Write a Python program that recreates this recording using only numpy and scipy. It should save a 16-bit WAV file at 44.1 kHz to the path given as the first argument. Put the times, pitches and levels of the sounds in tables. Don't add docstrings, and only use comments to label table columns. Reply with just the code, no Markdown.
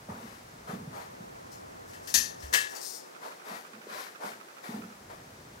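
import sys
import numpy as np
from scipy import signal
from scipy.fft import rfft, irfft, next_fast_len
from scipy.io import wavfile
from scipy.ndimage import map_coordinates

SR = 44100
rng = np.random.default_rng(int(sys.argv[2]) if len(sys.argv) > 2 else 0)


def dump_mix(stems):
    frames = np.atleast_2d(stems).T
    limited = np.clip(frames, -1, 1)
    pcm = np.round(limited * 32767).astype(np.int16)
    wavfile.write(sys.argv[1], SR, pcm)


N = 246959
T = np.arange(round(0.6 * SR)) / SR

# f/Hz, level/dB
RUMBLE_SPECTRUM = [(20, -40), (45, -7), (70, -4.5), (100, 1), (150, -2), (275, -1.5), (600, -44)]
AIR_SPECTRUM = [(50, -40), (100, -16.5), (170, -4), (370, 1), (700, -2), (1360, -6), (2000, -7.5),
                (3000, -13), (6000, -12.5), (9000, -17.5), (15800, -22.5)]
WIDE_SPECTRUM = [(50, -60), (140, -26), (250, -8), (450, 0), (900, -2), (1500, -9), (2600, -24),
                 (6000, -50)]
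# t/s, length/s, rub level/dB, hiss level/dB
STROKES = [(.079, 0.043, -46, -59.5), (0.137, .18, -57, -57), (.664, 0.045, -44.5, -52.5),
           (0.906, 0.098, -48, -53), (2.709, 0.058, -51.5, -51.5), (3.201, 0.074, -48, -52.5),
           (3.427, 0.12, -46.5, -48.5), (3.859, 0.15, -49, -46.5), (4.195, 0.057, -43.5, -52),
           (4.245, 0.036, -63, -51), (4.624, 0.038, -51.5, -50), (4.68, 0.074, -54, -57.5),
           (5.093, .02, -49, -56.5)]
# f/Hz, level/dB
RUB_SPECTRUM = [(150, -40), (280, -7), (550, 1.5), (800, 0.5), (1150, -1.5), (1600, -11.5), (2600, -19.5),
                (5000, -72)]
HISS_SPECTRUM = [(800, -29), (1400, -2), (1950, -3), (2800, -10), (4500, -9), (8300, -15.5), (13300, -15),
                 (15500, -23.5)]
# t/s, level/dB, f/Hz
BLOWS = [(.086, -36, 560), (.09, -30.5, 187), (.104, -37.5, 95), (.168, -46, 194), (.239, -40, 230),
         (.689, -33.5, 154), (.731, -27, 190), (.816, -36, 174), (.872, -32, 146), (1.201, -37.5, 180),
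         (2.146, -37.5, 212), (2.16, -44, 60.6), (2.43, -35, 66), (2.473, -43, 62.6), (3.509, -41, 220),
         (3.735, -43.5, 242), (3.868, -34.5, 415), (4.241, -37.5, 199), (4.689, -29, 204),
         (4.742, -30, 221), (4.79, -32, 232)]
# f/Hz, level/dB
BOOM_SPECTRUM = [(40, -49), (90, -14.5), (150, -10), (215, 5), (265, -5), (320, -12.5), (480, -11),
                 (900, -42)]
# t/s, level/dB, length/s
SHAKES = [(1.514, -53.5, 0.026), (1.868, -56.5, 0.047), (2.01, -53.5, 0.12), (2.085, -45.5, .02),
          (2.377, -51, .15), (2.691, -50, .03), (2.748, -44, 0.028), (2.796, -36.5, .17)]
# f/Hz, level/dB
BEAD_SPECTRUM = [(1760, -50), (3000, -16), (3950, -7), (4440, -0.5), (4820, -3), (5200, 4), (6390, 2),
                 (8070, -2), (12400, -6.5), (15500, -10)]
# t/s, level/dB, spring-back share/0-1
CONTACTS = [(1.933, -51, 1), (2.072, -41, 0.2), (2.1399, -19.5, 0.02), (2.423, -49.5, 0.7),
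            (2.527, -32.5, 0.6), (2.5353, -22.5, 1)]
# f/Hz, level/dB
PULL_SPECTRUM = [(150, -35), (330, -19), (700, -17), (1400, -16), (1800, -7.5), (2250, -13), (3000, -8.5),
                 (4500, 0), (5200, -0.5), (6400, 4.5), (8100, -6), (10500, -4.5), (12800, -3), (15500, -22)]
BACK_SPECTRUM = [(150, -28), (450, -10.5), (800, -17.5), (1050, -10.5), (1400, -11), (1850, 1.5),
                 (2350, -12), (2950, -6.5), (4200, -8.5), (6000, -7.5), (8600, -10), (11500, -16),
                 (13300, -12), (15500, -20)]
# f/Hz, pull level/dB, spring-back level/dB
METAL_MODES = [(1702, -19, -8), (1732, -21, -16), (1816, -12, -26), (1872, -30, -11), (2270, -41, -21),
               (2497, -19, -35), (2671, -20, -12), (2705, -26, -14), (3081, -24, -12), (4148, -19, -27),
               (4356, -18, -36), (4496, -16, -38), (4531, -12, -38), (5064, -15, -21), (5420, -15, -36),
               (5642, -13, -35), (5678, -16, -33), (5996, -18, -24), (6028, -10, -35), (6203, -10, -40),
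               (6284, -17, -41), (6568, -15, -20), (6639, -12, -31), (10057, -21, -31), (10387, -19, -30),
               (10532, -18, -39), (11750, -20, -37), (12567, -20, -39)]
# f/Hz, t60/s
METAL_T60 = [(1800, 0.46), (3000, 0.29), (6500, .35), (12000, 0.35)]
ROOM_T60 = [(300, 0.33), (1500, 0.31), (3500, 0.38), (6500, 0.33), (10000, .32), (15000, 0.26)]
# f/Hz, level/dB
BARREL_SPECTRUM = [(600, -55), (1100, -2), (1340, 8), (1650, -3.5), (2000, -12), (2400, -3), (3000, -13),
                   (8000, -28.5)]
# f/Hz, left minus right/dB
AIR_BALANCE = [(200, -1.5), (1000, 0), (5000, 2), (14000, 4)]
PERSON_BALANCE = [(150, -2), (400, -4), (800, -2), (1400, 9), (2400, 14), (5000, 11.5), (14000, 32)]
FAN_BALANCE = [(110, 0), (380, -7), (700, 5.5), (1290, 7.5), (2380, 9), (4400, 12.5), (8120, 23),
               (15000, 34)]
# f/Hz, coherence/0-1
AIR_COHERENCE = [(100, .998), (230, .95), (420, .3), (700, .25), (1500, .45), (2600, .15), (12000, .15)]
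PERSON_COHERENCE = [(180, .98), (280, .85), (450, .3), (900, .6), (2000, .75), (12000, .7)]
FAN_COHERENCE = [(130, 0.71), (320, 0.32), (600, 0.96), (1800, 0.98), (4000, 0.89), (12000, .75)]
# f/Hz, phase/rad
RIGHT_LAG = [(250, 0), (520, 2.5), (1150, 3.1), (1800, 3.7), (3500, 5), (5500, 6), (10000, 6.3)]

WIDE_SWELL = dict(start_s=0.1, attack_s=1.06, end_s=2.84, release_s=0.89)


def amp(db):
    return 10 ** (np.asarray(db) / 20)


def unit(x):
    return x / np.sqrt(np.mean(x ** 2) + 1e-20)


def along(points, hz):
    f, v = np.transpose(points)
    return np.interp(np.log(hz + 1), np.log(f + 1), v)


def wobble(rate_hz):
    knots = rng.standard_normal(int(len(T) * rate_hz / SR) + 4)
    return map_coordinates(knots, [T * rate_hz])


def plateau(start_s, attack_s, end_s, release_s):
    t = np.arange(N) / SR
    return np.clip((t - start_s) / attack_s, 0, 1) - np.clip((t - end_s) / release_s, 0, 1)


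def filtered(x, response):
    n = x.shape[-1]
    m = next_fast_len(n + 4096)
    return irfft(rfft(x, m) * response(np.fft.rfftfreq(m, 1 / SR)), m)[..., :n]


def lowpass(x, edge_hz):
    return filtered(x, lambda hz: 1 / (1 + (hz / edge_hz) ** 4))


def ripple(x, spacing_hz, depth_db):
    knots = rng.standard_normal(int(SR / spacing_hz))
    return filtered(x, lambda hz: unit(amp(depth_db * map_coordinates(knots, [hz / spacing_hz]))))


def add(track, at_s, sound):
    part = track[..., round(at_s * SR):][..., :sound.shape[-1]]
    part += sound[..., :part.shape[-1]]


def mono_noise(spectrum):
    return unit(filtered(rng.standard_normal(N), lambda hz: amp(along(spectrum, hz))))


def stereo_noise(spectrum, balance, coherence, size=N):
    def mixing(hz):
        likeness = np.clip(along(coherence, hz), 0, 0.998)
        right = amp(-along(balance, hz))
        shared = right * likeness * np.exp(-1j * along(RIGHT_LAG, hz))
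        own = right * np.sqrt(1 - likeness ** 2)
        mid = np.sqrt(abs(1 + shared) ** 2 + own ** 2)
        matrix = np.array([[np.ones_like(hz), np.zeros_like(hz)], [shared, own]])
        return matrix * amp(along(spectrum, hz)) / mid
    pair = filtered(rng.standard_normal((2, size)), mixing).sum(axis=1)
    return pair / np.std(pair.mean(axis=0))


def room_tone():
    rumble = lowpass(stereo_noise(RUMBLE_SPECTRUM, AIR_BALANCE, AIR_COHERENCE), edge_hz=300)
    rumble_db = -55.5 - 27 * plateau(start_s=2.5, attack_s=0.42, end_s=4.6, release_s=0.47)
    steady = stereo_noise(AIR_SPECTRUM, AIR_BALANCE, AIR_COHERENCE)
    air = lowpass(steady, edge_hz=1800)
    hiss = steady - air
    wide = mono_noise(WIDE_SPECTRUM) * np.array([[1], [-1]])
    wide_db = -66.5 + 17.5 * plateau(**WIDE_SWELL)
    return amp(rumble_db) * rumble + amp(wide_db) * wide + amp(-54) * air + amp(-55) * hiss


def stroke(length_s, rise_share=0.49, t60_s=0.37):
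    swell = np.minimum(T / (rise_share * length_s), 1)
    return swell * amp(-60 * np.maximum(T - length_s, 0) / t60_s)


def rustles(hiss_stretch=1.186):
    out = np.zeros((2, N))
    rub = stereo_noise(RUB_SPECTRUM, PERSON_BALANCE, PERSON_COHERENCE, size=N + len(T))
    hiss = stereo_noise(HISS_SPECTRUM, PERSON_BALANCE, PERSON_COHERENCE, size=N + len(T))
    for at_s, length_s, rub_db, hiss_db in STROKES:
        now = slice(round(at_s * SR), round(at_s * SR) + len(T))
        grain = unit(amp(0.54 * wobble(rate_hz=355.4) + 0.58 * wobble(rate_hz=47)))
        sliding = amp(rub_db) * stroke(length_s) * rub[:, now]
        sliding += amp(hiss_db) * stroke(hiss_stretch * length_s) * hiss[:, now]
        add(out, at_s, ripple(grain * sliding, spacing_hz=60.4, depth_db=2.5))
    return out


def knocks(floor_hz=222, boom_t60_s=0.5, boom_rise_s=0.01):
    pushes, boom_power = np.zeros(N), np.zeros(N)
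    for at_s, db, hz in BLOWS:
        progress = T * hz / 1.23
        phase = 2 * np.pi * hz * T
        flex = -progress ** 2 * np.exp(2 * (1 - progress)) * np.cos(phase)
        add(pushes, at_s, amp(db - 3.5) * np.gradient(flex, phase[1]))
        boom_db = db - 8.5 - 11.5 * abs(np.log2(hz / floor_hz))
        envelope = amp(boom_db - 60 * T / boom_t60_s) * (1 - np.exp(-T / boom_rise_s))
        add(boom_power, at_s, envelope ** 2)
    return pushes + np.sqrt(boom_power) * stereo_noise(BOOM_SPECTRUM, PERSON_BALANCE, PERSON_COHERENCE)


def echoes(spectrum):
    reflections = stereo_noise(spectrum, FAN_BALANCE, FAN_COHERENCE, size=len(T))
    hz, t, bands = signal.stft(reflections, SR, nperseg=256)
    decay = amp(-60 * t / along(ROOM_T60, hz)[:, None])
    return signal.istft(bands * decay, SR, nperseg=256)[1][:, :len(T)]


def chain(count=28, swell_share=0.15, settle_db=6, scatter_db=1.9):
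    out = np.zeros((2, N))
    reflections = echoes(BEAD_SPECTRUM)
    direct_boost = 1 + 3 * np.exp(-T / 0.00034)
    for at_s, db, length_s in SHAKES:
        progress = (np.arange(count) + rng.random(count)) / count
        swell = np.minimum(progress / swell_share, 1)
        sizes = unit(swell * amp(scatter_db * rng.standard_normal(count) - settle_db * progress))
        impulses = np.zeros(len(T))
        impulses[(length_s * progress * SR).astype(int)] = amp(db + 2) * sizes / np.sqrt(count)
        bead = ripple(reflections, spacing_hz=70.7, depth_db=3) * direct_boost
        add(out, at_s, signal.fftconvolve(impulses[None], bead, axes=1))
    return out


def metal_ring(modes, waver_rad, swell_s):
    out = np.zeros((2, len(T)))
    for hz, db in modes:
        phase = 2 * np.pi * (hz * T + rng.random()) + waver_rad * wobble(rate_hz=59)
        right = amp(-along(FAN_BALANCE, hz)) * np.sin(phase - along(RIGHT_LAG, hz))
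        out += amp(db - 60 * T / along(METAL_T60, hz)) * np.array([np.sin(phase), right])
    return out * (1 - np.exp(-T / swell_s))


def switch(rise_s=0.0011):
    out = np.zeros((2, N))
    pull_ring = metal_ring([(hz, db) for hz, db, _ in METAL_MODES], waver_rad=0.69, swell_s=0.0092)
    back_ring = metal_ring([(hz, db) for hz, _, db in METAL_MODES], waver_rad=0.55, swell_s=0.009)
    attack = 1 - np.exp(-T / rise_s)
    for at_s, db, back_share in CONTACTS:
        pull = echoes(PULL_SPECTRUM) + amp(6) * pull_ring
        back = echoes(BACK_SPECTRUM) + amp(9) * back_ring
        snap = np.sqrt(1 - back_share) * pull + np.sqrt(back_share) * back
        clumps = amp(0.77 * wobble(rate_hz=900))
        add(out, at_s, amp(db) * attack * clumps * snap)
    return out


def iris(count=22, start_s=3.147, step_s=0.0835, rise_s=0.0011, t60_s=0.078):
    ticks = np.zeros(N)
    tick = amp(-60 * T / t60_s) * (1 - np.exp(-T / rise_s))
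    for step, (size, lateness) in enumerate(rng.standard_normal((count, 2))):
        travel = 2 * step / (count - 1) - 1
        db = -39.5 - 4.5 * travel ** 2 + 2 * size
        at_s = start_s + step * step_s
        move_s = 0.017 + 0.0044 * lateness
        add(ticks, at_s, amp(db) * tick)
        add(ticks, at_s + move_s, amp(db - 4) * tick)
    return ticks * mono_noise(BARREL_SPECTRUM) * np.array([[-0.3], [1]])


def scene():
    return switch() + chain() + knocks() + rustles() + iris() + room_tone()


def record(dry, top_hz=15830):
    side = (dry[0] - dry[1]) / 2
    narrow, wide = lowpass(side, edge_hz=356), lowpass(side, edge_hz=117)
    bass_side = narrow + plateau(**WIDE_SWELL) * (wide - narrow)
    return filtered(dry - np.array([bass_side, -bass_side]), lambda hz: hz < top_hz)


dry = scene()
out = record(dry)
dump_mix(out)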